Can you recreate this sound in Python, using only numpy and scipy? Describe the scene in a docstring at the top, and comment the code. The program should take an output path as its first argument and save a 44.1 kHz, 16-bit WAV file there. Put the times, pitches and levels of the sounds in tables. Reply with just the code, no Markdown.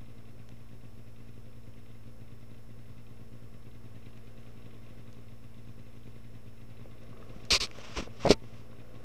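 """A two-stroke twin snowmobile idles on open snow, heard from a camera worn by the rider.
Most firings are weak; about ten times a second one catches well, thumps in the exhaust and clacks the clutch.
One uneven firing sequence drives the exhaust tones and thumps, and shakes filtered noise into rattles.
Near the end a hand scrapes the camera housing, a sleeve swishes past and fingers knock on the case:
shaped noise and ringing sines. Dry clicks, hiss, low rumble and a thin whine complete the scene."""
import sys
import numpy as np
from scipy import signal
from scipy.fft import rfft, irfft
from scipy.io import wavfile
from scipy.ndimage import uniform_filter1d

SR = 44100
rng = np.random.default_rng(int(sys.argv[2]) if len(sys.argv) > 2 else 0)


def digitize_waveform(pressure):
    """Quantize a signal to 16-bit integers and store it at the path in sys.argv[1].

    Rows of a 2-D input are taken as channels; values are limited to [-1, 1].
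    """
    field = np.atleast_2d(pressure).T
    bounded = np.clip(field, -1, 1)
    quanta = np.round(bounded * 32767).astype(np.int16)
    wavfile.write(sys.argv[1], SR, quanta)


N = 398663
TIME = np.arange(N) / SR  # seconds


def undb(db):
    """Turn decibels into gain."""
    return 10 ** (np.asarray(db) / 20)


def level(x, db=0):
    """Scale a sound to an rms level in dB."""
    return x * undb(db) / np.sqrt(np.mean(x ** 2))


def colour(x, points):
    """Filter by a spectrum of (Hz, dB) points that falls away beyond its ends."""
    hz, db = np.transpose(points)
    f = np.maximum(np.arange(N // 2 + 1) * SR / N, 1)
    gain = undb(np.interp(np.log(f), np.log(hz), db))
    low_end = np.minimum(f / hz[0], 1) ** 2
    high_end = np.minimum(hz[-1] / f, 1) ** 2
    return irfft(rfft(x) * gain * low_end * high_end, N)


def noise(points, grain_db=0):
    """Coloured noise of rms 1, made of tiny slips whose sizes scatter by grain_db."""
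    slips = rng.standard_normal(N) * undb(grain_db * rng.standard_normal(N))
    return level(colour(slips, points))


def walk(rate):
    """Slow random wander with a spread near 1, heading for a new value `rate` times a second."""
    k = int(SR / rate)
    steps = np.repeat(rng.standard_normal(N // k + 1), k)
    return level(uniform_filter1d(steps, k)[:N])


def impulses(times, sizes):
    """Place one impulse at each time."""
    inside = (times >= 0) & (times < TIME[-1])
    return np.bincount((times[inside] * SR).astype(int), sizes[inside], N)


def fade(x, decay_s):
    """Give each impulse an exponential tail."""
    return signal.lfilter([1], [1, -np.exp(-1 / (decay_s * SR))], x)


def resonate(x, modes):
    """Lift or notch narrow bands, each given as (Hz, width in Hz, dB)."""
    f = np.arange(N // 2 + 1) * SR / N
    lift_db = sum(db / (1 + (2 * (f - hz) / width) ** 2) for hz, width, db in modes)
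    return irfft(rfft(x) * undb(lift_db), N)


def strokes(rows):
    """Loudness curve of a set of hand strokes, each with a rise, a hold and a fall."""
    gain = 0
    for start, length, rise, fall, db in rows:
        ramp = np.minimum((TIME - start) / rise, (start + length - TIME) / fall)
        gain = gain + undb(db) * np.clip(ramp, 0, 1)
    return gain


# Colour of the microphone hiss. Each row: frequency in Hz, relative level in dB.
HISS_SPECTRUM = [(100, 4), (1000, 10.5), (4000, 0), (7000, -2), (9000, -2.5), (15000, -2.5)]
WHINE_HZ = 5327


def background(hiss_db=-68.5):
    """Microphone hiss, low air rumble and a thin electronic whine with its octave, made of sines."""
    whine_db, octave_db, waver_hz = -80.5, -86, 24
    turn = 2 * np.pi * np.cumsum(WHINE_HZ + waver_hz * walk(rate=200)) / SR
    whine = np.sqrt(2) * (undb(whine_db) * np.sin(turn) + undb(octave_db) * np.sin(2 * turn))
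    rumble = noise([(12, -3), (24, 0), (45, -6), (90, -22)]) * undb(-60 + walk(5))
    return noise(HISS_SPECTRUM) * undb(hiss_db) + rumble + whine


# Small dry clicks. Each row: time in seconds, strength in dB before tick_db is added, brightness from 0 to 1.
CLICKS = [(0.49, -37.5, 0.4), (4.176, -44, 0.4), (5.129, -44, 0.8), (7.035, -48, 0.8), (7.452, -32.5, 0.83),
          (7.531, -30, .1), (7.672, -32, 0.2), (7.713, -30.5, 0.04), (7.786, -36, 0)]
# Colour of the dull clicks. Each row: frequency in Hz, relative level in dB.
DULL_SPECTRUM = [(500, -18.5), (1500, 0), (2700, 3.5), (3400, -8), (4400, -5.5), (6500, -10.5), (8000, -34),
                 (14000, -41)]
# Thin ring of the bright clicks. Each row: frequency in Hz, relative level in dB.
BRIGHT_SPECTRUM = [(2500, -18), (4200, 0), (5000, -10), (6300, 1), (7200, -10), (8200, -22), (12000, -32)]


def ticks(tick_db=-7):
    """Dry clicks are noise bursts that die within milliseconds, mixed from a dull and a bright colour."""
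    s, db, bright = np.transpose(CLICKS)
    strength = undb(db + tick_db)
    dull_bursts = fade(impulses(s, (1 - bright) * strength), decay_s=0.0011)
    bright_bursts = fade(impulses(s, bright * strength), decay_s=0.0011)
    return dull_bursts * noise(DULL_SPECTRUM) + bright_bursts * noise(BRIGHT_SPECTRUM)


# Air pushed by the hand against the microphone port. Each row: time in seconds, strength in dB, length in seconds.
AIR_PUFFS = [(7.519, -26.5, 0.021), (7.537, -36, 0.019), (7.598, -33.5, 0.026), (8.004, -43, 0.023),
             (8.32, -39, 0.031)]


def puffs():
    """Each puff is one slow swing of air pressure."""
    out = 0
    for s, db, length in AIR_PUFFS:
        u = np.clip((TIME - s) / length, 0, 1)
        out = out + undb(db) * np.sin(2 * np.pi * u) * np.sin(np.pi * u)
    return out


# Sleeve sliding past. Each row: start, length, rise and fall in seconds, level in dB.
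SLEEVE_STROKES = [(7.12, 0.7, 0.34, .05, -63.5), (7.715, 0.37, 0.14, 0.052, -49),
                  (7.955, .07, 0.027, 0.049, -38), (8.07, 0.185, 0.096, .01, -61),
                  (8.19, 0.071, 0.059, .004, -44.5), (8.4, 0.31, 0.064, .13, -65.5)]
# Colour of the sleeve. Each row: frequency in Hz, relative level in dB.
SLEEVE_SPECTRUM = [(400, -5), (600, 1), (880, -2.5), (1100, 4), (1700, -4.5), (2800, 0.5), (4300, -8.5),
                   (5600, -4.5), (7000, -15.5), (8200, -18.5), (10000, -40.5), (12300, -30), (14000, -51)]
# Palm pressing on the case. Each row: start, length, rise and fall in seconds, level in dB.
PALM_STROKES = [(7.35, 0.023, 0.0088, .015, -67), (7.507, 0.054, 0.0038, .03, -36.5),
                (7.605, 0.063, 0.0035, 0.028, -48.5), (7.96, 0.057, 0.033, 0.034, -30.5),
                (8.06, 0.02, 0.005, 0.015, -45), (8.245, 0.083, 0.0061, 0.045, -27.5),
                (8.31, 0.042, .005, .02, -35)]
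# Colour of the palm's rub. Each row: frequency in Hz, relative level in dB.
PALM_SPECTRUM = [(25, -12), (55, 13), (100, -6), (220, 8), (330, 2), (520, 1.5), (850, -16), (1100, -12),
                 (1600, -21), (4000, -35)]
# Fingers dragging on the housing. Each row: start, length, rise and fall in seconds, level in dB.
FINGER_STROKES = [(7.5042, 0.079, .0012, 0.033, -23), (7.600, 0.069, 0.0039, 0.038, -31),
                  (7.972, 0.031, .012, 0.014, -56), (8.2605, 0.0084, 0.00079, 0.0031, -37.5),
                  (8.274, 0.011, .001, .004, -40), (8.285, 0.058, 0.011, 0.018, -31.5),
                  (8.3045, 0.022, 0.0037, 0.014, -28)]
# Colour of the finger scrape. Each row: frequency in Hz, relative level in dB.
FINGER_SPECTRUM = [(150, -43), (380, -1.5), (650, -3), (850, -16), (1070, 1.5), (1600, -10.5), (2500, 3.5),
                   (3300, -1), (4200, 6), (5600, 2), (6600, -7.5), (8300, -9), (10000, -24.5),
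                   (13000, -24.5), (15000, -40)]


def hand():
    """Rubbing is noise: gritty finger scrapes, a softer sleeve swish and a dull palm, plus puffs of air."""
    scrapes = strokes(FINGER_STROKES) * noise(FINGER_SPECTRUM, grain_db=2.0) * undb(0.85 * walk(270))
    sleeve = strokes(SLEEVE_STROKES) * noise(SLEEVE_SPECTRUM, grain_db=3) * undb(1.4 * walk(90))
    palm = strokes(PALM_STROKES) * noise(PALM_SPECTRUM)
    return scrapes + sleeve + palm + puffs()


# Fingers knocking on the case.
# Each row: time in seconds, strength in dB, pitch of the ring as a ratio, number of touches.
FINGER_KNOCKS = [(6.857, -45, 1.3, 1), (7.130, -49, 2.7, 1), (7.169, -52, 3.0, 1), (7.201, -43, 1.1, 1),
                 (7.226, -47, 3.0, 1), (7.362, -37, 0.44, 1), (7.786, -39.5, 1.35, 1),
                 (8.025, -33, 0.59, 1), (8.075, -37.5, 1.23, 1), (8.253, -17, 1.52, 4),
                 (8.2992, -16, 0.42, 1), (8.3052, -7, 1.04, 1), (8.3151, -12, 1.09, 1),
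                 (8.730, -51.5, 2.57, 1), (8.818, -54, 1.6, 1)]
SKIP_S = .0072  # seconds between the touches of a skipping finger


def touches():
    """List every contact as (seconds, dB, pitch ratio); a skipping finger rings a little differently each time."""
    grip_spread = .12
    contacts = []
    for s, db, pitch, count in FINGER_KNOCKS:
        for k in range(round(count)):
            shift = (k > 0) * grip_spread * rng.uniform(-1.14, 1)
            contacts.append((s + k * SKIP_S, db, pitch * (1 + shift)))
    return contacts


# Crack of a fingertip meeting the plastic. Each row: frequency in Hz, relative level in dB.
CRACK_SPECTRUM = [(900, -12), (1350, 1), (1700, -9), (2250, 4), (3000, -24), (6000, -31)]


def cracks(crack_db=-24):
    """A few milliseconds of noisy crackle at the start of each knock."""
    s, db, _ = np.transpose(touches())
    return fade(impulses(s, undb(db + crack_db)), decay_s=0.0096) * noise(CRACK_SPECTRUM)


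# Ringing of the case. Each row: frequency in Hz at pitch ratio 1, time to fall 60 dB in seconds, level in dB.
CASE_MODES = [(180, .018, -34), (415, 0.024, 4), (560, 0.021, -4.5)]
# A thin part of the mount rings on after knocks and also hums faintly throughout.
# One row: frequency in Hz, time to fall 60 dB in seconds, level of its ring in dB.
MOUNT_MODE = (895, 0.2, -32)
CONTACT_S = 0.0009  # contact time at pitch ratio 1; a harder touch is shorter and rings higher


def knocks():
    """Each knock is a short push that rings the case; the grip shifts the pitch."""
    t, out = TIME[:SR // 5], np.zeros(N)
    for s, db, pitch in touches():
        modes = [(hz * pitch, t60, mode_db) for hz, t60, mode_db in CASE_MODES] + [MOUNT_MODE]
        ring = sum(undb(mode_db - 60 * t / t60) * np.sin(2 * np.pi * hz * t) for hz, t60, mode_db in modes)
        push = np.sin(np.pi * np.minimum(t * pitch / CONTACT_S, 1))
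        start = int(s * SR)
        out[start:start + len(t)] -= undb(db) * signal.fftconvolve(ring, push / push.sum())[:len(t)]
    return out


# Loudness of the low rattle and rustle, and of the metal clatter, over time;
# the rises near 7.3 and 9 s are probably clothing as the arm moves.
# Each row: time in seconds, low level and metal level in dB, before each sound's own trim is added.
LOUDNESS = [(0, -60.5, -67.5), (1.3, -62, -69), (3.6, -61, -68.5), (4.1, -59.5, -65.5), (4.85, -59, -65.5),
            (5.4, -61, -67.5), (6.6, -61.5, -67), (7.3, -54, -65), (8.65, -59, -68), (9.0, -53.5, -63.5)]
# Colour of the low rattle and rustle. Each row: frequency in Hz, relative level in dB.
RATTLE_SPECTRUM = [(80, -10), (170, 1), (250, -2), (330, -2.5), (400, 4), (510, 0), (570, -6), (650, -1),
                   (800, -10), (950, -31), (1120, -12.5), (1400, -12), (1800, -27), (2400, -50)]
# Resonances of the low rattle: panels, and near 1070 Hz probably the camera housing.
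# Each row: frequency in Hz, width in Hz, lift in dB.
RATTLE_MODES = [(318, 24.5, 5), (380, 55, 2), (437, 8.2, -5), (462, 40, 3), (518.5, 31, 6.5), (592, 25, 5),
                (1066, 128, 13.5)]
# Colour of the metal clatter. Each row: frequency in Hz, relative level in dB.
CLATTER_SPECTRUM = [(900, -13.5), (1600, -0.5), (2100, 1), (2350, -4), (2700, 1), (3200, -5.5), (3800, -6),
                    (4500, -11.5), (6500, -13.5), (10000, -47)]
# Resonances of the drive metal. Each row: frequency in Hz, width in Hz, lift in dB.
METAL_MODES = [(2120, 60, 7.5), (2190, 90, -7), (2314, 43.7, 10), (2535, 45, 5), (2663, 39, 1.5),
               (3600, 79, 6)]


def machinery(times, size, low_trim_db=-1, clatter_trim_db=-3, slap_lead_s=0.0025, mount_db=-83):
    """Firings shake resonant noise into a low rattle and a metal clatter; the mount hums steadily."""
    s, *columns = np.transpose(LOUDNESS)
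    low_db, clatter_db = (np.interp(TIME, s, c) for c in columns)
    shake = 1.0 + fade(impulses(times, size), decay_s=0.0028)
    low = level(resonate(shake * noise(RATTLE_SPECTRUM), RATTLE_MODES)) * undb(low_db + low_trim_db)
    # piston slap reaches the ear before the gas has left the pipe
    force = np.minimum(size, .8) * undb(2.0 * rng.standard_normal(len(times)))
    slaps = fade(impulses(times - slap_lead_s, force ** 2), decay_s=0.011)
    rattle = 0.28 + 0.38 * np.sqrt(slaps)
    metal = resonate(rattle * noise(CLATTER_SPECTRUM, grain_db=4.0), METAL_MODES)
    clatter = level(metal) * undb(clatter_db + clatter_trim_db)
    hum_angle = 2 * np.pi * np.cumsum(MOUNT_MODE[0] + 4 * walk(12)) / SR
    hum = undb(mount_db + 1.1 * walk(11)) * np.sqrt(2) * np.sin(hum_angle)
    return low + clatter + hum


# Ringing of the loose clutch parts. Each row: frequency in Hz, width in Hz, relative level in dB.
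CLUTCH_MODES = [(2045, 82, 4), (2460, 76, 2.5), (2686, 71, 3.5), (3200, 160, -3.5), (3500, 69, 0),
                (3850, 150, -2)]


def clutch(times, size, caught, clack_db=4.5, rebound_db=0.5, scatter_db=1.0, lead_s=.0095, chatter_s=0.0084):
    """Loose parts chatter briefly as each catch jerks the crank, and often two turns earlier as it slows."""
    slack_share, slack_firings = .6, 4  # two firings make one turn
    chance = undb(scatter_db * rng.standard_normal((len(caught), 2))).T
    slack = rng.random(len(caught)) < slack_share
    jerks = impulses(times[caught] - lead_s, np.sqrt(size[caught]) * chance[0])
    rebounds = impulses(times[caught - slack_firings] - lead_s, slack * undb(rebound_db) * chance[1])
    s, _, metal_db = np.transpose(LOUDNESS)
    chatter = rng.standard_normal(N) * fade(jerks + rebounds, chatter_s)
    contacts = chatter * undb(clack_db + np.interp(TIME, s, metal_db))
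    t = TIME[:SR // 20]
    ring = 0
    for k, (hz, width, mode_db) in enumerate(CLUTCH_MODES):
        tail = width * np.exp(-np.pi * width * t)
        ring = ring + (-1) ** k * undb(mode_db) * tail * np.sin(2 * np.pi * hz * t)
    return signal.fftconvolve(contacts, ring / np.linalg.norm(ring))[:N]


FIRING_HZ = 114.5  # average rate, two firings per turn of the crank
# The engine catches every few turns, never sooner than the cylinder can clear.
MEAN_TURNS, FEWEST_TURNS = 5.9, 3
# An ordinary catch: strength, gain for each further turn spent gathering fuel, and scatter.
CATCH_DB, CHARGE_DB_PER_TURN, CATCH_SCATTER_DB = 0.6, 0.8, 1.15
# The hardest catches, which stand out of the idle. Each row: time in seconds, strength in dB.
STRONGEST_CATCHES = [(0.523, 3.5), (1.379, 2), (1.781, 2.5), (2.429, 1), (3.547, 2), (4.069, 3.5),
                     (4.385, 2), (4.664, 2), (5.448, 2), (5.798, 4), (6.077, 4.5), (6.357, 4), (6.814, 5.5),
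                     (7.303, 6.5), (8.44, 6), (8.719, 1.5)]


def catches():
    """Between the hard catches others come at random, stronger after a longer wait; waits count turns."""
    turn_hz = FIRING_HZ / 2
    marks = [(-.3, CATCH_DB)] + STRONGEST_CATCHES + [(TIME[-1] + .3, CATCH_DB)]
    times, waits, strengths = [marks[0][0]], [], []
    for (start, _), (end, hard_db) in zip(marks, marks[1:]):
        turns = round((end - start) * turn_hz)
        count = round(turns / MEAN_TURNS)
        # share the spare turns out at random
        shares = np.cumsum(rng.uniform(.1, 1, count))
        spare = np.round((turns - FEWEST_TURNS * count) * shares / shares[-1]).astype(int)
        wait = FEWEST_TURNS + np.diff(spare, prepend=0)
        scatter = CATCH_SCATTER_DB * rng.standard_normal(count)
        db = CATCH_DB + CHARGE_DB_PER_TURN * (wait - MEAN_TURNS) + scatter
        times += list(start + (end - start) * np.cumsum(wait) / turns)
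        waits += list(wait)
        strengths += list(db[:-1]) + [hard_db]
    return np.array(times), np.array(waits), np.array(strengths[:-1])


def crank(catch_s, waits):
    """Count firings over time: each catch kicks the crank faster, then it coasts down until the next."""
    kick = .03
    gaps = 2 * waits  # in firings
    count = np.concatenate([[0], np.cumsum(gaps)])
    firings = np.arange(count[-1])
    since = firings - np.repeat(count[:-1], gaps)
    early = kick * since * (1 - since / np.repeat(gaps, gaps))
    times = np.interp(firings - early, count, catch_s)
    return np.interp(TIME, times, firings), times, count[1:-1]


def combustion(count, caught, catch_db, other=0.1, before=0.57, after=0.21):
    """Strength of every firing: feeble ones, and a cluster of stronger ones around each catch."""
    weak, scatter_db = .13, 2.5
    chance = undb(scatter_db * rng.standard_normal((count, 2))).T
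    surge = np.zeros(count)
    surge[caught] = undb(catch_db)
    # the same cylinder fires fairly well one turn before and less well one turn after, its partner in between
    neighbours = before * np.roll(surge, -2) + other * np.roll(surge, 1) + after * np.roll(surge, 2)
    ordinary = np.minimum(weak * chance[0] + neighbours * chance[1], 1)
    return np.where(surge > 0, surge, ordinary)


# Steady pulsing of the exhaust. Each row: multiple of the crank speed, middle level in dB.
DRONE_TONES = [(1, -60.5), (2, -57), (3, -94), (4, -63.5), (5, -72)]
# Colour of the exhaust thump. Each row: frequency in Hz, relative level in dB.
THUMP_SPECTRUM = [(15, -1), (28, 31), (52, 4), (72, -30), (100, -12), (125, 0.5), (150, -8), (200, 1),
                  (280, 2.5), (320, -9.5), (400, -9.5), (600, -25), (900, -33), (2000, -38)]


def exhaust(phase, times, size, thump_db=-60, pipe_db=-58, pipe_hz=107, pipe_decay_s=0.01):
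    """A drone locked to the crank, a thump per firing, and the muffler ringing just below the firing rate."""
    strong = impulses(times, np.minimum(size, 1) ** 2)
    # near the muffler's resonance, strong firings pull the main tone ahead and it slips back between them
    pull, settle_s = 1.1, .04
    lead = pull * uniform_filter1d(fade(strong, settle_s), SR // 60)
    drone = 0
    for k, db in DRONE_TONES:
        angle = np.pi * k * phase + (k == 2) * (lead - lead.mean())
        drone = drone + np.sqrt(2) * undb(db + walk(13)) * np.cos(angle)
    thumps = level(colour(impulses(times, size), THUMP_SPECTRUM), thump_db)
    t = TIME[:SR // 4]
    ring = -np.sin(2 * np.pi * pipe_hz * t) * np.exp(-t / pipe_decay_s)
    muffler = level(signal.fftconvolve(strong, ring)[:N], pipe_db)
    return drone + thumps + muffler


# Turbulent gas in the muffler. Each row: frequency in Hz, relative level in dB.
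GAS_SPECTRUM = [(75, -15), (98, 7), (112, -15.5), (135, -5.5), (165, -11.5), (205, -9), (250, -16)]


def engine(gas_db=-61):
    """One uneven firing sequence drives the exhaust and the rattles; gas burbles on as steady noise."""
    catch_s, waits, catch_db = catches()
    phase, times, caught = crank(catch_s, waits)
    size = combustion(len(times), caught, catch_db)
    gas = noise(GAS_SPECTRUM) * undb(gas_db)
    return exhaust(phase, times, size) + gas + machinery(times, size) + clutch(times, size, caught)


def scene():
    """Snow swallows all echoes, so every source arrives dry."""
    return (background() + ticks() + hand() + cracks() + knocks() + engine())[None]


TOP_HZ = 15400


def record(dry):
    """The camera cuts the highest treble; its converter sits slightly below zero."""
    offset = -.0092
    low_pass = signal.ellip(10, .2, 70, TOP_HZ, fs=SR, output="sos")
    return signal.sosfilt(low_pass, dry) + offset


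dry = scene()
out = record(dry)
digitize_waveform(out)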